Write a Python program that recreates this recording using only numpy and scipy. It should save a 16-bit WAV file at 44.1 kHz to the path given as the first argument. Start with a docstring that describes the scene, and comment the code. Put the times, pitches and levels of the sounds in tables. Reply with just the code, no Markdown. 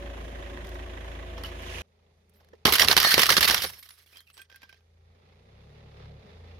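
"""A tyre climbs a wall clock and cracks its plastic case and glass: noise bursts over a grinding bed.
Fragments chip, shards ring on single notes and a piece of the rim rings as it rocks to rest.
Before this a car idles close by, built from shaft-order tones and pulsing noise; at 1.82 s the listening
point jumps to the asphalt by the clock. At the end the engine comes back louder as the car reverses."""
import sys
import numpy as np
from scipy import signal
from scipy.fft import rfft, irfft, next_fast_len
from scipy.io import wavfile
from scipy.ndimage import uniform_filter1d, map_coordinates

SR = 44100
rng = np.random.default_rng(int(sys.argv[2]) if len(sys.argv) > 2 else 0)


def pcm_store(signal):
    """Save signal as 16-bit PCM."""
    levels = np.round(np.clip(np.atleast_2d(signal), -1, 1) * 32767)
    wavfile.write(sys.argv[1], SR, levels.astype(np.int16).T)


def to_linear_factor(level_db):
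    """Convert decibel levels (scalar or array-like) to linear amplitude factors."""
    exponent = np.asarray(level_db, float) / 20
    return 10 ** exponent


N = 290619
TIME = np.arange(N) / SR
CUT_S = 1.82  # jump from beside the car to the ground
BESIDE = TIME < CUT_S
TYRE_OFF_S, RIM_FREE_S = 3.6, 4.385


def unit(x):
    """Scaled to rms 1."""
    return x / np.sqrt(np.mean(x ** 2) + 1e-20)


def along(points, hz):
    """Reads (pitch_hz, value) points on a log frequency axis."""
    f, v = np.transpose(points)
    return np.interp(np.log(hz + 1), np.log(f + 1), v)


def curves(rows):
    """One value per sample for each column after start_s."""
    s, *cols = np.transpose(rows)
    return np.array([np.interp(TIME, s, c) for c in cols])


def wobble(rate):
    """A smooth random curve, rate knots a second."""
    return map_coordinates(rng.standard_normal(int(N * rate / SR) + 4), [TIME * rate])


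def filtered(x, response):
    """x shaped by a complex response of frequency."""
    m = next_fast_len(N + 8192)
    return irfft(rfft(x, m) * response(np.fft.rfftfreq(m, 1 / SR)), m)[..., :N]


def rush(spectrum, alike, patchy_db, spiky_db=0.):
    """Coloured stereo noise, its mid at rms 1, with random patches and short random swells."""
    pair = rng.standard_normal((2, N)) * to_linear_factor(spiky_db * wobble(900))
    z = signal.stft(pair, nperseg=256)[2]
    field = rng.standard_normal(z.shape[1:])
    field = uniform_filter1d(uniform_filter1d(field, size=2, axis=0), size=4, axis=1)
    pair = signal.istft(z * to_linear_factor(patchy_db * unit(field)), nperseg=256)[1][:, :N]

    def mid_side(hz):
        # the angle between mid and side sets the left-right likeness
        angle = np.arccos(np.clip(along(alike, hz), -1, 1)) / 2
        return to_linear_factor(along(spectrum, hz)) * [np.cos(angle), np.sin(angle)]

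    mid, side = filtered(pair, mid_side)
    return np.array([mid + side, mid - side]) / np.sqrt(np.mean(mid ** 2))


# colours of big, middling and small fragments, and of the tyre's thud: pitch_hz, level_db
KNOCK_COLOUR = [(94, -37.5), (160, -6.5), (303, -7.5), (365, -2.5), (560, -5), (1120, -1.5), (1300, -5.5),
                (1690, -32), (2860, -120)]
CRACK_COLOUR = [(590, -33.5), (1000, -16.5), (1130, -3.5), (1380, -3), (1560, 0), (2040, 1.5), (2450, -3),
                (3130, 1), (3410, -1), (4280, -0.5), (5460, -1.5), (7140, -15.5), (8000, -30), (10400, -42),
                (17600, -120)]
SPLINTER_COLOUR = [(4410, -39), (7500, -7), (11800, 3.5), (14900, -2.5), (16000, -10), (16300, -26.5),
                   (16500, -32)]
THUD_COLOUR = [(20, -28), (75, 4.5), (200, -12), (400, -120)]
# width of the clock's sound: pitch_hz, left-right likeness (-1 to 1)
CLOCK_WIDTH = [(60, 0.84), (150, 0.53), (380, 0.94), (950, 0.61), (2380, 0.031), (5980, 0.53),
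               (15000, 0.02)]


def crush():
    """Snaps over a grinding bed: each fracture is a grainy burst in three ranges of fragment size."""
    lurch, bed = grinding()
    blows = bursts()
    level = np.sqrt(bed ** 2 + blows)
    knock = level[0] * rush(KNOCK_COLOUR, CLOCK_WIDTH, patchy_db=4.5, spiky_db=3.5)
    crack = level[1] * rush(CRACK_COLOUR, CLOCK_WIDTH, patchy_db=2.5, spiky_db=2.0)
    splinter = level[2] * rush(SPLINTER_COLOUR, CLOCK_WIDTH, patchy_db=1.5, spiky_db=3.0)
    # crack and splinter lean to the right
    crack = crack * to_linear_factor([[-2.5], [2.5]])
    splinter = splinter * to_linear_factor([[-3.5], [3.5]])
    sharpness = .5 + blows[1] / (level[1] ** 2 + 1e-20)  # fractures drive the rim harder than grinding
    rim = rim_piece((crack + knock) * sharpness)
    thud = lurch * rush(THUD_COLOUR, CLOCK_WIDTH, patchy_db=0.0)
    fragments = to_linear_factor(-7.5) * chips(level[1], count=1100, life_ms=9.6)
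    return thud + knock + crack + splinter + rim + fragments


# bulk_db: big pieces knock, small ones splinter
# snaps under the tyre: start_s, level_db, length_ms, bulk_db
SNAPS = [(2.6517, -14, 9.1, 11), (2.7223, -16.5, 8.6, -6.5), (2.735, -17.5, 9.7, -1.5),
         (2.7532, -18.5, 11, -7), (2.7834, -24.5, 3, 0.5), (2.7942, -15, 12, -1.5), (2.806, -19.5, 8.4, 1),
         (2.8164, -16.5, 14, 5.5), (2.8464, -23.5, 5.9, -1.5), (2.8749, -25.5, 12, -0.5),
         (2.884, -6.5, 2.4, 2), (2.9114, -15, 9.2, 6.5), (2.9256, -18, 5.5, 6), (2.9658, -10.5, 3.7, 1),
         (2.975, -13, 7.9, 2), (3.0001, -14.5, 5, -3), (3.0145, -24.5, 8.3, 2), (3.0272, -21.5, 9.6, 2),
         (3.039, -24, 4.7, -1), (3.0458, -19, 11.6, 5.5), (3.0696, -26, 10.8, 1.5), (3.107, -21, 9.7, -4),
         (3.116, -22, 14, -3.5), (3.1403, -14, 8, 2), (3.1789, -11.5, 3.1, 4), (3.192, -15, 10, 4.5),
         (3.2173, -18, 8.7, -3.5), (3.2312, -15, 7.5, 1), (3.257, -15, 3.1, 0), (3.265, -19, 5.5, -0.5),
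         (3.2909, -15.5, 8.5, -1.5), (3.3014, -13.5, 9, 1), (3.321, -20, 9.1, -1), (3.3393, -20.5, 4.2, -4),
         (3.366, -16, 8.2, 1), (3.376, -17, 10.6, 2.5), (3.4069, -19, 8.8, -1), (3.4272, -17, 10.7, 0.5),
         (3.4433, -15, 3.4, -1), (3.4492, -21, 8.3, 3), (3.4763, -17.5, 14.4, -2.5), (3.4969, -16, 5, 6.5),
         (3.508, -16.5, 6.8, 0), (3.5436, -15.5, 5.2, -2), (3.579, -23.5, 3, 3.5), (3.62, -23.5, 4.6, -3.5),
         (3.6396, -28, 12.4, 8), (3.656, -39, 5.3, -5)]
# the case creaking under the first load, then pieces settling: start_s, level_db, length_ms, bulk_db
SETTLING = [(2.294, -72, 6.8, -26), (2.335, -74, 60, -14), (2.403, -68, 18, 14), (2.4454, -63, 4.8, 3),
            (2.486, -60.5, 4.3, 5), (2.533, -63, 8, 19), (2.5513, -69, 7.5, 12), (3.7017, -46.5, 7.2, 4),
            (3.732, -48.5, 13, -6), (3.7915, -51.5, 6.2, -25), (3.826, -48.5, 14, -13),
            (3.846, -64, 5.3, -8), (3.888, -49, 9, -7), (3.9057, -46.5, 4, -8), (4.0228, -69.5, 11.8, -13),
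            (4.06, -60.5, 7.6, -1), (4.1266, -57, 8.3, 5.5), (4.1418, -60.5, 25, 4),
            (4.1574, -57.5, 8.1, 8), (4.1696, -47, 4.2, -4), (4.1794, -54, 6.2, -4), (4.2047, -49, 3, -11),
            (4.2732, -60, 3.9, -6), (4.3002, -56, 5.8, -5), (4.34, -63, 9.1, -23), (4.3684, -53, 3.7, 4),
            (4.376, -50.5, 10, 5), (4.3897, -57, 19, 6), (4.4154, -51.5, 6.5, -10), (4.498, -55, 5.9, 3),
            (4.514, -60.5, 7.5, 11), (4.5246, -58.5, 4.5, 8), (4.543, -63, 8.2, 8),
            (4.558, -55.5, 6.8, -22), (4.618, -53, 3, 0), (4.6296, -52.5, 10, 6), (4.691, -59.5, 12, 0),
            (4.7262, -56.5, 4.9, 8.5), (4.7427, -58, 2.4, 7), (4.806, -67.5, 2.4, 3)]
# grit popping under the tyres: start_s, level_db, length_ms, bulk_db
PEBBLES = [(.646, -53.5, 8.6, -1), (.668, -51.5, 7.9, -4), (.69, -51, 6.3, -6), (.743, -52, 5.8, -4),
           (1.378, -49.5, 16, 16), (1.435, -40, 7, 6), (1.447, -48, 36, 4), (1.622, -48.5, 2.7, -13),
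           (1.668, -54, 4.9, 2)]


def bursts():
    """Power envelopes of knock, crack and splinter: a quick rise, a hold, a fast fade, a faint tail."""
    power, t_ms = np.zeros((3, N + SR)), np.arange(SR // 8) / SR * 1000
    rise = np.clip(t_ms / 1.2, 0, 1) ** 2
    tail = to_linear_factor(-29.5 - 1.3 * t_ms)
    for s, db, ms, bulk_db in np.vstack([PEBBLES, SNAPS, SETTLING]):
        # (level_db re the fracture, stretch of the fade) for knock, crack, splinter
        ranges = [(-12.5 + bulk_db, 1.4), (-1.2, 1.05), (-9 - 0.44 * bulk_db, .9)]
        for band, (level_db, linger) in enumerate(ranges):
            fade = to_linear_factor(-np.clip(t_ms - 0.37 * ms, 0, None) * 26 / (linger * ms))
            burst = rise * (fade + tail) * to_linear_factor(2 * (db + level_db))
            power[band, round(s * SR):][:len(t_ms)] += burst
    return power[:, :N]


# the tyre lurching over the case: start_s, level_db
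LURCHES = [(2.67, -35), (2.84, -37), (2.98, -39), (3.17, -41), (3.31, -40.5), (3.39, -40.5), (3.51, -39),
           (3.65, -50.5)]
# steady grinding and skidding of fragments: start_s, level_db
GRIND = [(2.65, -26.5), (3.2, -28), (3.56, -30.5), (3.64, -33), (3.7, -51), (3.81, -64), (4.19, -65),
         (4.24, -77), (4.33, -73), (4.4, -71), (4.53, -67), (4.78, -72.5), (4.85, -105)]
# the grinding lets up for a moment before something gives: start_s (deepest point), depth_db
LULLS = [(2.712, 2.5), (2.77, 10), (2.87, 11), (2.954, 10.5), (2.995, 4.5), (3.021, 5), (3.135, 3.5),
         (3.172, 2.5), (3.25, 3.5), (3.28, 5), (3.355, 1.5), (3.4, 3), (3.465, 7), (3.535, 3), (3.6, 8.5),
         (3.632, 3.5), (3.815, 3), (3.87, 0.5), (4.049, 5), (4.479, 24), (4.605, 1), (4.675, 1)]


def grinding():
    """Gains of the tyre's lurch and of the knock, crack and splinter beds of crushed plastic and glass."""
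    rise_db_per_s, fall_db_per_s, lull_s = 200, 130.5, .012
    case_db, flatten_db_per_s, scrape_db = 8, 9.5, -15  # case re lurch, low scrape re grinding
    gate = np.clip((TIME - 2.652) / .004, 0, 1) * (TIME < 4.85)
    lurch = gate * np.max([
        to_linear_factor(db - np.maximum(rise_db_per_s * (s - TIME), fall_db_per_s * (TIME - s)))
        for s, db in LURCHES], axis=0)
    lull_db = sum(db * np.exp(-.5 * ((TIME - s) / lull_s) ** 2) for s, db in LULLS)
    grind = gate * to_linear_factor(curves(GRIND)[0] - lull_db)
    # the hollow case booms with each lurch, less as it flattens
    case = lurch * to_linear_factor(case_db - flatten_db_per_s * (TIME - LURCHES[0][0]))
    low = np.hypot(case, to_linear_factor(scrape_db) * grind)
    # splinters re grinding: under the tyre, flying shards, loose rim
    glass_db = np.select([TIME < TYRE_OFF_S, TIME < RIM_FREE_S], (-8, -4), -20)
    flutter_db = np.where(TIME < TYRE_OFF_S, 2, 3) * wobble(70)
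    return lurch, to_linear_factor(flutter_db) * np.array([low, grind, to_linear_factor(glass_db) * grind])


# modes of the loose rim piece: pitch_hz, width_hz, level_db
RIM_MODES = [(1569, 28, 12), (2480, 136, 7), (3265, 55, -2), (4560, 160, -17), (4930, 45, -6)]


def rim_piece(contact):
    """Once free, the rim's curved shell rings in narrow resonances driven by every contact."""
    def shell(f):
        return sum((-1) ** k * to_linear_factor(db) * 1j * f * w / (c * c - f * f + 1j * f * w)
                   for k, (c, w, db) in enumerate(RIM_MODES))

    return to_linear_factor(6.5) * filtered(contact * (TIME > RIM_FREE_S), shell)


# strength of a fragment by its note: pitch_hz, level_db
CHIP_STRENGTH = [(1000, -9), (1800, -1.5), (5200, 3.5), (7500, -10.5), (11500, -3), (14500, -12.5)]


def chips(level, count, life_ms):
    """Small fragments, each struck as hard as the crushing at that moment and ringing on its own note."""
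    when, pitch, size, pan = rng.random((count, 4)).T
    at = ((2.9 + 2.1 * when) * SR).astype(int)
    hz, t = 1000 * 14.5 ** pitch, np.arange(SR // 30) / SR
    gain = level[at] * to_linear_factor(along(CHIP_STRENGTH, hz)) * np.minimum(-np.log(1 - size), 2.5)
    where = (at[:, None] + np.arange(len(t))).ravel()
    decay = np.exp(-1000 * t / life_ms)
    sides = []
    # left and right get each piece at their own strength and a quarter cycle apart
    for wave, share in ((np.sin, 1.4 * pan), (np.cos, 1.2 - 0.55 * pan)):
        notes = (gain * share)[:, None] * wave(2 * np.pi * hz[:, None] * t) * decay
        sides.append(np.bincount(where, notes.ravel(), N))
    return np.array(sides)


# single notes that ring, a few clicks before the crush and then shards and plates: start_s, pitch_hz, level_db
# (left channel), length_ms (to 1/e)
RINGS = [(1.439, 1314, -43.5, 14), (1.444, 2950, -36, 20), (2.36, 12200, -69, 45),
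         (2.399, 1520, -61.5, 8.6), (2.529, 1790, -55, 11), (2.532, 446, -47.5, 18),
         (2.909, 1540, -25.5, 18), (3.035, 1816, -25, 140), (3.042, 4360, -22.5, 110),
         (3.29, 1245, -15.5, 7.7), (3.445, 13300, -30, 36), (3.566, 11800, -43, 46), (3.66, 5540, -42, 35),
         (3.657, 9670, -38.5, 28), (3.724, 5380, -54, 60), (3.724, 13000, -48, 25),
         (3.785, 11740, -47.5, 31), (3.845, 13200, -55, 20), (3.9, 9900, -53.5, 41), (4.13, 2480, -58, 42),
         (4.155, 3200, -54, 59), (4.19, 4200, -50, 12), (4.269, 2620, -58.5, 40), (4.33, 8080, -60, 67),
         (4.408, 8630, -58, 27)]


def shards():
    """Thin pieces, and a few clicks before the crush, ring on one slightly unsteady note, stronger on the
    right."""
    out = np.zeros((2, N + SR))
    shiver, unsteady_rad = (wobble(260), wobble(260)), 1.5
    t = np.arange(SR // 5) / SR
    for s, hz, db, ms in RINGS:
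        at = round(s * SR)
        shape = np.clip(t / 0.0015, 0, 1) * np.exp(-(1000 * t / ms) ** 2)
        for side in range(2):
            phase = 2 * np.pi * hz * t + unsteady_rad * shiver[side][at:at + len(t)]
            out[side, at:at + len(t)] += to_linear_factor(db + 3.1 * side) * shape * np.sin(phase)
    return out[:, :N]


# balance of the car's noise: pitch_hz, left minus right (dB)
CAR_LEAN = [(60, 1), (150, 0.0), (380, 1.5), (950, 0.5), (2380, -7), (5980, 0), (15000, -4)]


def engine():
    """The car: shaft-order tones and body hums in the middle, pulsing noise and rolling tyres around."""
    hz, throb_db, near_db = engine_speed()
    turn = 2 * np.pi * np.cumsum(hz) / SR
    roll = roll_level()
    noise = engine_noise(turn, near_db, roll) + tyre_grit(roll)
    lean = filtered(noise, lambda f: to_linear_factor(along(CAR_LEAN, f) * [[.5], [-.5]]))
    return np.sqrt(2) * (order_tones(hz, turn, throb_db) + body_hums()) + lean


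IDLE_HZ = 27.46  # half-order at idle
# engine heard from the ground: start_s, half_order_hz, exhaust throb_db, nearness_db
GROUND = [(1.83, 27.3, -72, -72), (2.05, 27.5, -65.5, -70), (2.25, 27.3, -66.5, -71.5),
          (2.45, 26.8, -64, -68), (3.8, 27.3, -69, -80), (4.4, 27.3, -69, -79), (4.78, 27.3, -66, -74),
          (5.0, 27.9, -59, -71.5), (5.12, 28.1, -58.5, -67.5), (5.2, 29, -67.5, -65.5),
          (5.35, 28.6, -59.5, -65), (5.45, 31.4, -63, -63), (5.6, 34.2, -60, -61.5), (5.8, 37.5, -62, -58),
          (5.95, 35.1, -57.5, -58), (6.05, 35.5, -54, -55), (6.15, 36.2, -56, -57.5), (6.2, 33.8, -58, -58),
          (6.27, 26.8, -63, -55.5), (6.35, 27.8, -49.5, -56.5), (6.45, 28.1, -48, -57),
          (6.59, 27.6, -48, -56)]


def engine_speed():
    """Half-order rate, throb and nearness: a steady idle beside the car, a moving one from the ground."""
    hz, throb_db, near_db = curves(GROUND)
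    return np.where(BESIDE, IDLE_HZ, hz), throb_db, near_db


# multiples 1-5 of the half-order: beside_start_db, beside_cut_db (rms),
# then on the ground, re the throb: idle_db, revving_db
MULTIPLES = [(-63, -80, -24.5, -6), (-40, -42, -11.5, 3), (-53, -45, -0.5, 1.5), (-61, -61, -19.5, -3.5),
             (-61.5, -60.5, -17, -9)]


def order_tones(hz, turn, throb_db):
    """Firing and shaft orders as sines; from the ground an exhaust-pipe resonance lifts them in passing."""
    rev_span_hz = 6.6  # rise that counts as full throttle
    pipe_hz, pipe_width_hz, pipe_db = 147, 3.8, 9.5
    rev = np.clip((hz - IDLE_HZ) / rev_span_hz, 0, 1)
    tones = 0
    for k, (start_db, cut_db, idle_db, full_db) in enumerate(MULTIPLES):
        beside_db = start_db + (cut_db - start_db) * TIME / CUT_S
        pipe = pipe_db * np.exp(-.5 * (((k + 1) * hz - pipe_hz) / pipe_width_hz) ** 2)
        ground_db = throb_db + idle_db + (full_db - idle_db) * rev + pipe
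        level_db = np.where(BESIDE, beside_db, ground_db) + 0.46 * wobble(6)
        tones = tones + to_linear_factor(level_db) * np.sin((k + 1) * turn + 0.88 * k * k)
    return tones


# hums of the car body at idle: pitch_hz, start_db, cut_db (rms)
HUMS = [(277, -60, -62.5), (357.4, -54.5, -58), (489, -70, -60.5), (565, -51, -66.5), (658, -65, -58.5)]


def body_hums():
    """Body panels hum on fixed, slightly wavering notes, heard beside the car only."""
    hums = 0
    for hz, start_db, cut_db in HUMS:
        level_db = start_db + (cut_db - start_db) * TIME / CUT_S + 2.3 * wobble(5.14)
        hums = hums + to_linear_factor(level_db) * np.sin(2 * np.pi * hz * TIME + 0.097 * wobble(19.0))
    return hums * BESIDE


# colours of drone and clatter, beside the car and from the ground: pitch_hz, level_db
DRONE_BESIDE = [(15, -27), (25, -8), (65, 0), (82, -8), (130, -10), (273, -6), (314, -11), (372, -3),
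                (448, -10.5), (574, -5.5), (669, -7.5), (793, -12), (1000, -43), (1300, -58), (2200, -120)]
DRONE_GROUND = [(20, -42), (45, -12.5), (100, -8), (207, -5), (314, -19.5), (409, -5.5), (565, -9.5),
                (690, -14.5), (1000, -22), (1300, -50), (2200, -120)]
CLATTER_BESIDE = [(470, -46), (800, -4), (1080, 0.5), (1380, -9), (1490, -4), (1970, -1.5), (2140, -7.5),
                  (3500, -12), (4050, -16), (5500, -42), (7150, -24), (12100, -120)]
CLATTER_GROUND = [(470, -33.5), (800, 2), (904, -3.5), (1290, -2.5), (1480, -7), (2000, -3.5), (3170, -9.5),
                  (3480, -5.5), (5060, -13), (7500, -33), (9750, -58.5), (16500, -120)]
# colours of the treble hiss and of the valve tick: pitch_hz, level_db
HISS_COLOUR = [(2650, -29), (4500, -1), (6200, 0.5), (6990, -4), (7880, -11.5), (9170, -5.5),
               (13900, -13.5), (16100, -28), (16500, -47)]
TAPPET_COLOUR = [(2400, -43), (3400, -1), (4100, -37)]
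# width of the car's noise: pitch_hz, left-right likeness (-1 to 1)
CAR_WIDTH = [(60, 0.72), (150, 0.93), (380, 0.75), (950, -0.3), (2380, 0.13), (5980, -0.16), (15000, 0.37)]


def engine_noise(turn, near_db, roll):
    """Drone, valve clatter and hiss swell once per half-order cycle; rolling tyres add to the hiss."""
    tick_at = .7  # place of the valve tick in the cycle (turns)
    drone_db = np.where(BESIDE, -45.5 - 1.7 * TIME, near_db)
    clatter_db = np.where(BESIDE, -53, near_db - 7)
    # from the ground the hiss follows the nearness by 0.45 dB per dB
    hiss_db = np.where(BESIDE, -70, -81 + .45 * (near_db + 57))
    hiss = np.hypot(to_linear_factor(hiss_db), to_linear_factor(-8.5) * roll)
    drone = np.where(BESIDE, rush(DRONE_BESIDE, CAR_WIDTH, patchy_db=1.0),
                     rush(DRONE_GROUND, CAR_WIDTH, patchy_db=-1.0))
    clatter = np.where(BESIDE, rush(CLATTER_BESIDE, CAR_WIDTH, patchy_db=1.0, spiky_db=2.0),
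                       rush(CLATTER_GROUND, CAR_WIDTH, patchy_db=1.0, spiky_db=2.0))
    # each cycle starts with a quick swell that dies away until the next; shallower from the ground
    swell = .5 - (turn / (2 * np.pi) - tick_at + 0.061) % 1
    swell = unit(uniform_filter1d(swell, size=300)) * np.where(BESIDE, 1, .45)
    noise = to_linear_factor(drone_db + .3 * swell) * drone
    noise += to_linear_factor(clatter_db + 1.1 * wobble(15) + 2.8 * swell) * clatter
    noise += hiss * to_linear_factor(0.92 * wobble(8.2) + .8 * swell) * rush(HISS_COLOUR, CAR_WIDTH, patchy_db=-1.1)
    # a short bright tick near the start of each cycle, stronger every second turn
    tick = np.exp(7 * (np.cos(turn - 2 * np.pi * tick_at) - 1))
    tick = tick * (1 - 0.38 * np.cos(turn / 2 - np.pi * tick_at))
    noise += to_linear_factor(clatter_db - 4.5) * tick * BESIDE * rush(TAPPET_COLOUR, CAR_WIDTH, patchy_db=2.1)
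    return noise


# tyres starting to roll on grit: start_s, level_db
ROLL = [(0, -60), (1.0, -59.5), (1.35, -58.5), (1.55, -54), (1.65, -49), (1.75, -45), (1.82, -46.5)]


def roll_level():
    """Gain of the rolling tyres, heard beside the car only."""
    return to_linear_factor(curves(ROLL)[0]) * BESIDE


# colour of tyres on grit: pitch_hz, level_db
GRIT_COLOUR = [(710, -6), (1200, 0), (1380, -6), (1710, 5), (1830, 1), (3030, 5), (4220, -6.5), (6500, -37),
               (8450, -55), (14300, -120)]


def tyre_grit(roll):
    """Tyres crunch on grit: patchy, grainy noise that flutters with the rolling."""
    return roll * to_linear_factor(1.1 * wobble(40)) * rush(GRIT_COLOUR, CAR_WIDTH, patchy_db=2.2, spiky_db=2.2)


def scene():
    """Crushing, ringing shards and engine."""
    return crush() + shards() + engine()


def low_pass(x):
    """Removes everything above the highest recorded frequency."""
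    return signal.sosfilt(signal.butter(12, 16850, fs=SR, output="sos"), x)


def record(dry):
    """Loud peaks round off near full scale."""
    mix = dry / (1 + np.abs(dry) ** 6) ** (1 / 6)
    return low_pass(mix)


dry = scene()
out = record(dry)
pcm_store(out)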